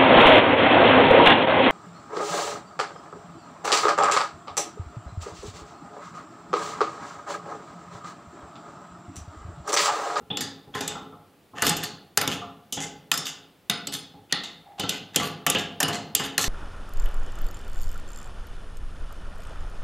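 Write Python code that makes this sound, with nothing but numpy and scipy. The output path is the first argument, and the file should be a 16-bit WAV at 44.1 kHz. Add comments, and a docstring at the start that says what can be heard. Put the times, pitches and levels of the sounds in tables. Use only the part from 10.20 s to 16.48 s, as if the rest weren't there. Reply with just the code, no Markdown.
"""A hard-walled kitchen: a steel masher pounds soft vegetables in a stainless pan on a gas hob.
Two to three strokes a second clack on the steel, bump the pan on its iron grate and scrape the mash:
noise bursts, decaying tones and sparse slips pass through resonances of steel and grate.
Hard blows are short and dry, light or cushioned ones ring; firm drags are bright, light ones are dull.
Decaying noise makes the room's answer; one microphone hears it all over a faint hiss."""
import sys
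import numpy as np
from scipy import signal
from scipy.fft import rfft, irfft, next_fast_len
from scipy.io import wavfile

SR = 44100
rng = np.random.default_rng(int(sys.argv[2]) if len(sys.argv) > 2 else 0)


def int16_out(signal):
    """Quantize to a 16-bit WAV file."""
    q = np.round(np.clip(np.atleast_2d(signal).T, -1, 1) * 32767)
    wavfile.write(sys.argv[1], SR, q.astype(np.int16))


N = 276967
T = np.arange(SR * 3 // 4) / SR  # time axis of one short sound, s
SIZE = 2 ** 15  # samples in a filtered short sound
HZ = np.fft.rfftfreq(SIZE, 1 / SR)

# Masher meets pan. Each row: start in s, level in dB, low clang in dB, treble slope in dB per octave,
# favoured partial in Hz, push on the grate in dB.
CLACKS = [(0.1025, -31.5, -2.5, -33, 3400, -20.5), (0.1709, -13, -12, -9.5, 7260, -27),
          (0.2076, -19, -3.5, 2.5, 4720, -42), (0.539, -43, 7, -17, 3300, -34),
          (0.5485, -29.5, 8, -2, 1037, -26), (0.607, -21.5, -11, -3, 2430, -23),
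          (0.6766, -23, -10.5, -1, 7740, -37), (1.4207, -19, 9.5, 3, 1167, -18.5),
          (1.4666, -13.5, -3.5, 1.5, 1295, -17), (1.4933, -16, -0.5, 1, 8040, -31),
          (1.5666, -26, -10, 1, 2540, -50), (1.635, -24, 1, 3.5, 4480, -37),
          (1.9734, -9, 0.5, 5, 1342, -24), (2.0128, -14.5, 2.5, -0.5, 3820, -25.5),
          (2.0755, -11.5, -6, -7, 692, -20.5), (2.5241, -17.5, -22, -1.5, 3000, -32.5),
          (2.5703, -35, 3, -16.5, 3400, -22), (2.9155, -6.5, -2, -1, 7500, -33.5),
          (2.9387, -21.5, 0, -1, 5100, -33.5), (2.9747, -20.5, -14, 3, 5400, -30.5),
          (3.054, -23, -41.5, -7.5, 4630, -47), (3.4971, -9, 0.5, -3.5, 3720, -26.5),
          (3.6703, -18, -13, -6, 7900, -32), (3.7364, -28.5, -24, 0.5, 7500, -34),
          (4.124, -4.5, -10, -11.5, 1868, -27), (4.2351, -29.5, -2, -5.5, 3700, -48.5),
          (4.596, -18.5, -7.5, -4.5, 3055, -23), (4.635, -23, -4, -17, 1346, -23.5),
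          (4.6919, -14.5, -12, -1.5, 3700, -31), (4.9596, -11.5, -4.5, 1.5, 3220, -18.5),
          (4.9982, -23.5, 10, -6.5, 1153, -22.5), (5.2648, -13, 3.5, 0, 1162, -21.5),
          (5.2989, -16.5, -7.5, 3.5, 1160, -28.5), (5.3481, -14, -3.5, -14, 1642, -18),
          (5.6024, -20.5, 10.5, 5, 5420, -33), (5.6291, -7, -12.5, -3, 2900, -21.5),
          (5.681, -27.5, 10, 0.5, 3010, -19.5), (5.7289, -26.5, -4.5, -3.5, 4160, -33),
          (5.9497, -10, -15, 3, 7600, -28), (5.9959, -29, 13, 0.5, 2880, -21),
          (6.179, -10.5, 1.5, 0, 4140, -23), (6.2403, -16.5, -0.5, -3.5, 5800, -30)]
# Resonances of steel pan and masher. Each row: centre in Hz, half-width at half gain in Hz, level in dB.
STEEL = [(707, 360, 3), (1220, 140, 0.5), (1455, 94, 3), (1528, 46, 1.5), (1760, 140, 6), (2046, 68, 5),
         (2226, 59, -1), (2612, 78, -6), (2953, 384, 8), (3444, 160, 5), (3607, 183, 10), (4320, 370, 7.5),
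         (4710, 105, 4.5), (5033, 69, 8.5), (5350, 88, 2), (6040, 128, -1.5), (6790, 1150, 4),
         (9194, 77, 3.5), (9950, 72, -9), (11050, 120, -38.5), (12300, 530, -9), (15200, 200, -16)]
# Spectrum of steel contact. Each row: frequency in Hz, relative density in dB per Hz.
STEEL_COLOUR = [(200, -26), (700, -3.5), (1200, 1), (2500, 2.5), (4500, -4.5), (5600, 0), (7600, 0),
                (8450, -3), (9200, 1), (12700, 3), (13800, -2), (15500, -11)]
# Lasting tones of the pan's wall. Each row: frequency in Hz, relative level in dB, t60 in s.
WALL_TONES = [(1110, -8.5, 0.15), (1223, -10, 0.29), (1348, -2.5, 0.32), (1976, 0.5, 0.41),
              (2485, -2.5, .35), (2940, -0.5, .4), (3634, 0, .55), (3760, -2.5, 0.26), (3900, -3.5, 0.51),
              (4800, 2, 0.27)]
# Blows above the pivot stay pressed on the steel: dB of ring lost per dB.
RING_PIVOT_DB, PRESS_DAMPING_DB_PER_DB = -18, 0.41
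# The favoured partial stands out more, the duller the contact.
LIFT_DB, LIFT_PER_SLOPE, MAX_LIFT_DB = 10, 0.59, 22.5
# t60 of the head's chatter at the pivot level; it halves for each such step harder.
CONTACT_T60_S, HALVING_DB = 0.019, 19


def clacks(direct_db=-28, ring_db=-26.5, shiver_db=-35, wall_db=-39, sing_db=-46, ring_lift=0.66,
           crack_clang_db=2, crack_edge_db=7, steel_share=0.56, bare_share=0.12):
    """Steel on steel: a dry crack, a shiver that the mash soon damps, and the pan's ring in the room."""
    track = np.zeros(N)
    wall_tones = np.array([amp(db) * tone(hz, t60) for hz, db, t60 in WALL_TONES])
    direct_path_db = along([(700, 0.022), (1800, crack_clang_db), (3500, 0.008), (13000, crack_edge_db)], HZ)
    for start_s, db, clang_db, slope_db, partial_hz, _ in CLACKS:
        # where and how hard the masher lands sets the colour
        treble_db = slope_db * np.log2(np.clip(HZ, 3500, 10000) / 3500)
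        hardness_db = along([(1600, clang_db), (3500, 0.0084)], HZ) + treble_db
        colour = causal(amp(db + hardness_db + along(STEEL_COLOUR, HZ))) * np.sqrt(SR)
        lift_db = min(LIFT_DB - LIFT_PER_SLOPE * slope_db, MAX_LIFT_DB)
        partial_db = favoured(partial_hz, lift_db, width=0.04)
        free_db = PRESS_DAMPING_DB_PER_DB * (RING_PIVOT_DB - db)

        # the head chatters as it seats on the steel, partly bare of the cushioning mash
        contact_t60 = CONTACT_T60_S * 2 ** ((RING_PIVOT_DB - db) / HALVING_DB)
        chatter = amp(direct_db) * burst(rise=0.0031, t60=contact_t60)
        body = struck(STEEL, spread_db=6.5) ** steel_share
        contact = causal(body * amp(partial_db + direct_path_db - bare_share * treble_db))
        add(track, start_s, through(chatter, colour * contact))

        # then the pan sounds freely: dense modes, lasting tones, favoured partial
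        steel = causal(struck(STEEL, spread_db=5))
        shiver = amp(shiver_db) * through(burst(rise=0.022, t60=0.063), steel)
        ring = amp(ring_db) * irfft(steel * kitchen())
        wall = amp(wall_db) * unit(rng.standard_normal(len(WALL_TONES)) @ wall_tones)
        sing = wall + amp(sing_db) * tone(partial_hz, t60=0.32)
        freedom = causal(amp(free_db + ring_lift * partial_db))
        add(track, start_s, through(shiver + ring + sing, colour * freedom))
    return track


# Resonances of the loaded pan on its grate. Each row: centre in Hz, half-width at half gain in Hz, level in dB.
GRATE = [(65, 13, -7), (102, 8.9, -0.5), (159.4, 17, 3.5), (197.4, 49.4, -2.5), (273.8, 11.2, 4),
         (356, 180, -7.5), (424.2, 10.4, 5.5), (465.5, 11.7, 0), (500, 124, -1.5), (702.3, 20, 5),
         (817, 56, 6), (1048, 57, 2), (1270, 150, -1.5), (1346, 58, 3.5)]
# Spectrum of a bump. 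Each row: frequency in Hz, relative density in dB per Hz.
BUMP_COLOUR = [(25, -3), (70, 2), (110, 7.5), (280, 9), (450, 3.5), (850, -2.5), (1400, -4), (2000, -13),
               (5000, -99)]
# Modes of the pan's base. Each row: frequency in Hz, lift in dB, change of lift in dB per dB of clatter.
BASE_MODES = [(710, 2, 0.64), (838, 4.5, -0.15), (1186.5, 6.5, 0.35)]
# Low bumps of the pan on the grate, with no separate clack. Each row: start in s, level in dB, clatter in dB.
LOW_BUMPS = [(0.004, -36.5, -8), (0.473, -34.5, -18), (0.752, -29.5, 8), (0.925, -36, 0),
             (1.334, -30, -4.5), (1.37, -37, 13.5), (2.216, -37, 12.5), (3.939, -37, -9.5)]
# The grate clatters with the clang; KNOCK_SHARE of it in the low mids.
CLATTER_DB, CLATTER_FOLLOWS, KNOCK_SHARE = -2.5, 0.54, 0.27


def bumps(direct_db=-17, room_db=-14, sing_db=-31):
    """Every push goes through the mash and knocks the pan against the grate; the base rings briefly."""
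    track = np.zeros(N)
    pushes = []
    for start_s, db, clang_db, _, _, push_db in CLACKS:
        clatter_db = CLATTER_DB + CLATTER_FOLLOWS * (db + clang_db - push_db)
        pushes.append((start_s, push_db, clatter_db))
    base_ring = amp(room_db + sing_db) * sum(tone(hz, t60=0.085) for hz, _, _ in BASE_MODES)
    for start_s, db, clatter_db in pushes + list(LOW_BUMPS):
        knock_db = KNOCK_SHARE * clatter_db
        base_db = sum(favoured(hz, lift_db + shift * clatter_db, width=0.035)
                      for hz, lift_db, shift in BASE_MODES)
        hardness_db = along([(250, 0), (500, knock_db), (800, knock_db), (1200, clatter_db)], HZ)
        colour = amp(db + hardness_db + along(BUMP_COLOUR, HZ) + base_db)
        grate = causal(struck(GRATE, spread_db=3))
        direct = amp(direct_db) * burst(rise=0.0011, t60=0.167)[:SIZE]
        push = direct + amp(room_db) * irfft(kitchen())
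        add(track, start_s, through(through(push, grate) + base_ring, causal(colour) * np.sqrt(SR)))
    return track


# Scrapes through the mash along the steel; the weakest, near 4.4 s, is only a faint breath.
# Each row: start in s, length in s, level in dB.
SCRAPES = [(0.528, 0.15, -40), (0.693, 0.074, -41), (1.349, 0.09, -38.5), (1.411, 0.11, -27),
           (1.606, 0.051, -36), (2.09, 0.063, -32), (2.593, 0.063, -34), (3.049, 0.06, -33.5),
           (3.716, 0.049, -32), (4.09, 0.12, -41), (4.43, 0.12, -50.5), (4.577, 0.045, -38.5),
           (4.671, 0.13, -39.5), (4.933, 0.029, -39), (5.014, 0.079, -34.5), (5.369, 0.05, -33.5),
           (5.727, 0.047, -34.5), (6.03, 0.039, -32.5), (6.178, 0.084, -29)]
# Stronger rows are brighter: dB per octave for each dB over the pivot.
SCRAPE_PIVOT_DB, SCRAPE_BRIGHTENS = -35, 0.99
# Weak, dull rows get a soft breathy band: dB of lift per dB per octave of dullness.
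BREATH_HZ, BREATH_LIFT = 803, 1.1


def scrapes(slips_per_s=1400, room_db=-1, uneven_db=5):
    """Tiny random slips swell and fade, each one passed through the steel's resonances."""
    track = np.zeros(N)
    for start_s, length_s, db in SCRAPES:
        slope_db = SCRAPE_BRIGHTENS * (db - SCRAPE_PIVOT_DB)
        steel = struck(STEEL, spread_db=4.5)
        tilt_db = slope_db * np.log2((HZ + 500) / 4000)
        breath_db = favoured(BREATH_HZ, BREATH_LIFT * max(-slope_db, 0), width=0.14)
        colour = amp(along(STEEL_COLOUR, HZ) + tilt_db + breath_db)
        swell = np.sin(np.pi * np.minimum(T / length_s, 1))
        slips = rng.standard_normal(len(T)) * (rng.random(len(T)) < slips_per_s / SR)
        slips = slips * amp(uneven_db * rng.standard_normal(len(T)))
        rub = unit(through(slips * swell, causal(steel * colour)))
        in_room = through(rub, 1 + amp(room_db) * kitchen())
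        add(track, start_s, amp(db) * np.sqrt(length_s * SR / 2) * in_room)  # longer drag, more energy
    return track


# Decay of the room. Each row: frequency in Hz, t60 in s.
KITCHEN_DECAY = [(100, 1), (260, 0.8), (700, 0.79), (1840, 0.47), (3800, 0.5), (7000, 0.29), (12800, 0.14)]


def kitchen():
    """A new random response of the room: decaying noise whose treble dies first."""
    hz, t, z = signal.stft(rng.standard_normal(len(T)), SR, nperseg=256)
    t60 = along(KITCHEN_DECAY, hz)[:, None]
    even_energy = np.sqrt(2 * np.log(1000) / (t60 * SR))  # same energy at any t60
    fade = amp(-60 * t / t60) * even_energy
    return rfft(signal.istft(z * fade, SR)[1], SIZE)


# Background spectrum. Each row: frequency in Hz, relative density in dB per Hz.
HISS = [(25, -27), (60, -11), (150, -7), (400, -8), (800, -15.5), (1500, -19.5), (3500, -22.5), (6000, -30),
        (15000, -30)]


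def floor(level_db=-60):
    """Low room rumble and an even hiss, as shaped noise."""
    hz = np.fft.rfftfreq(N, 1 / SR)
    noise = irfft(rfft(rng.standard_normal(N)) * amp(along(HISS, hz)), N)
    return amp(level_db) * np.sqrt(N) * unit(noise)


def struck(modes, spread_db):
    """Gain of a resonant body; each point of contact shares the blow among its modes anew."""
    shares_db = spread_db * rng.standard_normal(len(modes))
    shares_db -= 10 * np.log10(np.mean(amp(shares_db) ** 2))
    peaks = [amp(db + share_db) / (1 + ((HZ - centre_hz) / width_hz) ** 2)
             for (centre_hz, width_hz, db), share_db in zip(modes, shares_db)]
    return np.sqrt(np.sum(np.square(peaks), axis=0) + 0.0008)


def favoured(centre_hz, lift_db, width):
    """dB by which a band around centre_hz stands out; width is a share of centre_hz."""
    return lift_db / (1 + ((HZ - centre_hz) / (width * centre_hz)) ** 2)


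def tone(hz, t60):
    """One free mode of the steel: a decaying sine of energy 1."""
    t = T[:SIZE]
    return unit(np.sin(2 * np.pi * hz * t) * amp(-60 * t / t60))


def burst(rise, t60):
    """The chatter of one contact: noise with a rise and decay in seconds, energy 1."""
    return unit(rng.standard_normal(len(T)) * (1 - np.exp(-T / rise)) * amp(-60 * T / t60))


def causal(gain):
    """Minimum-phase response with this gain: it sounds only after its cause."""
    cepstrum = irfft(np.log(np.maximum(gain, 1e-6)))
    half = len(cepstrum) // 2
    folded = np.r_[cepstrum[0], 2 * cepstrum[1:half]]
    return np.exp(rfft(folded, 2 * half))


def through(x, response):
    """A short sound passed through a response."""
    return irfft(rfft(x, SIZE) * response)


def add(track, start_s, sound):
    """Mix a sound into the track, cut at its end."""
    part = track[max(0, round(start_s * SR)):][:len(sound)]
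    part += sound[:len(part)]


def along(points, hz):
    """(Hz, value) points interpolated on a log frequency axis."""
    f, v = np.transpose(points)
    return np.interp(np.log(hz + 1), np.log(f), v)


def amp(db):
    """Decibels to gain."""
    return 10 ** (np.asarray(db) / 20)


def unit(x):
    """x scaled to an energy of 1."""
    return x / np.linalg.norm(x)


def scene():
    """Both channels carry the same sound; a faint steady noise is added to one, subtracted from the other."""
    mono = clacks() + bumps() + scrapes() + floor()
    side = floor(level_db=-73)
    return np.array([mono + side, mono - side])


CLIP_LEVEL, TOP_HZ = 0.88, 15800


def record(dry):
    """The recorder clips the highest peaks and keeps nothing above its band limit."""
    size = next_fast_len(N + SR)
    held = np.clip(dry, -CLIP_LEVEL, CLIP_LEVEL)
    in_band = np.fft.rfftfreq(size, 1 / SR) < TOP_HZ
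    return irfft(rfft(held, size) * in_band, size)[:, :N]


dry = scene()
out = record(dry)
int16_out(out)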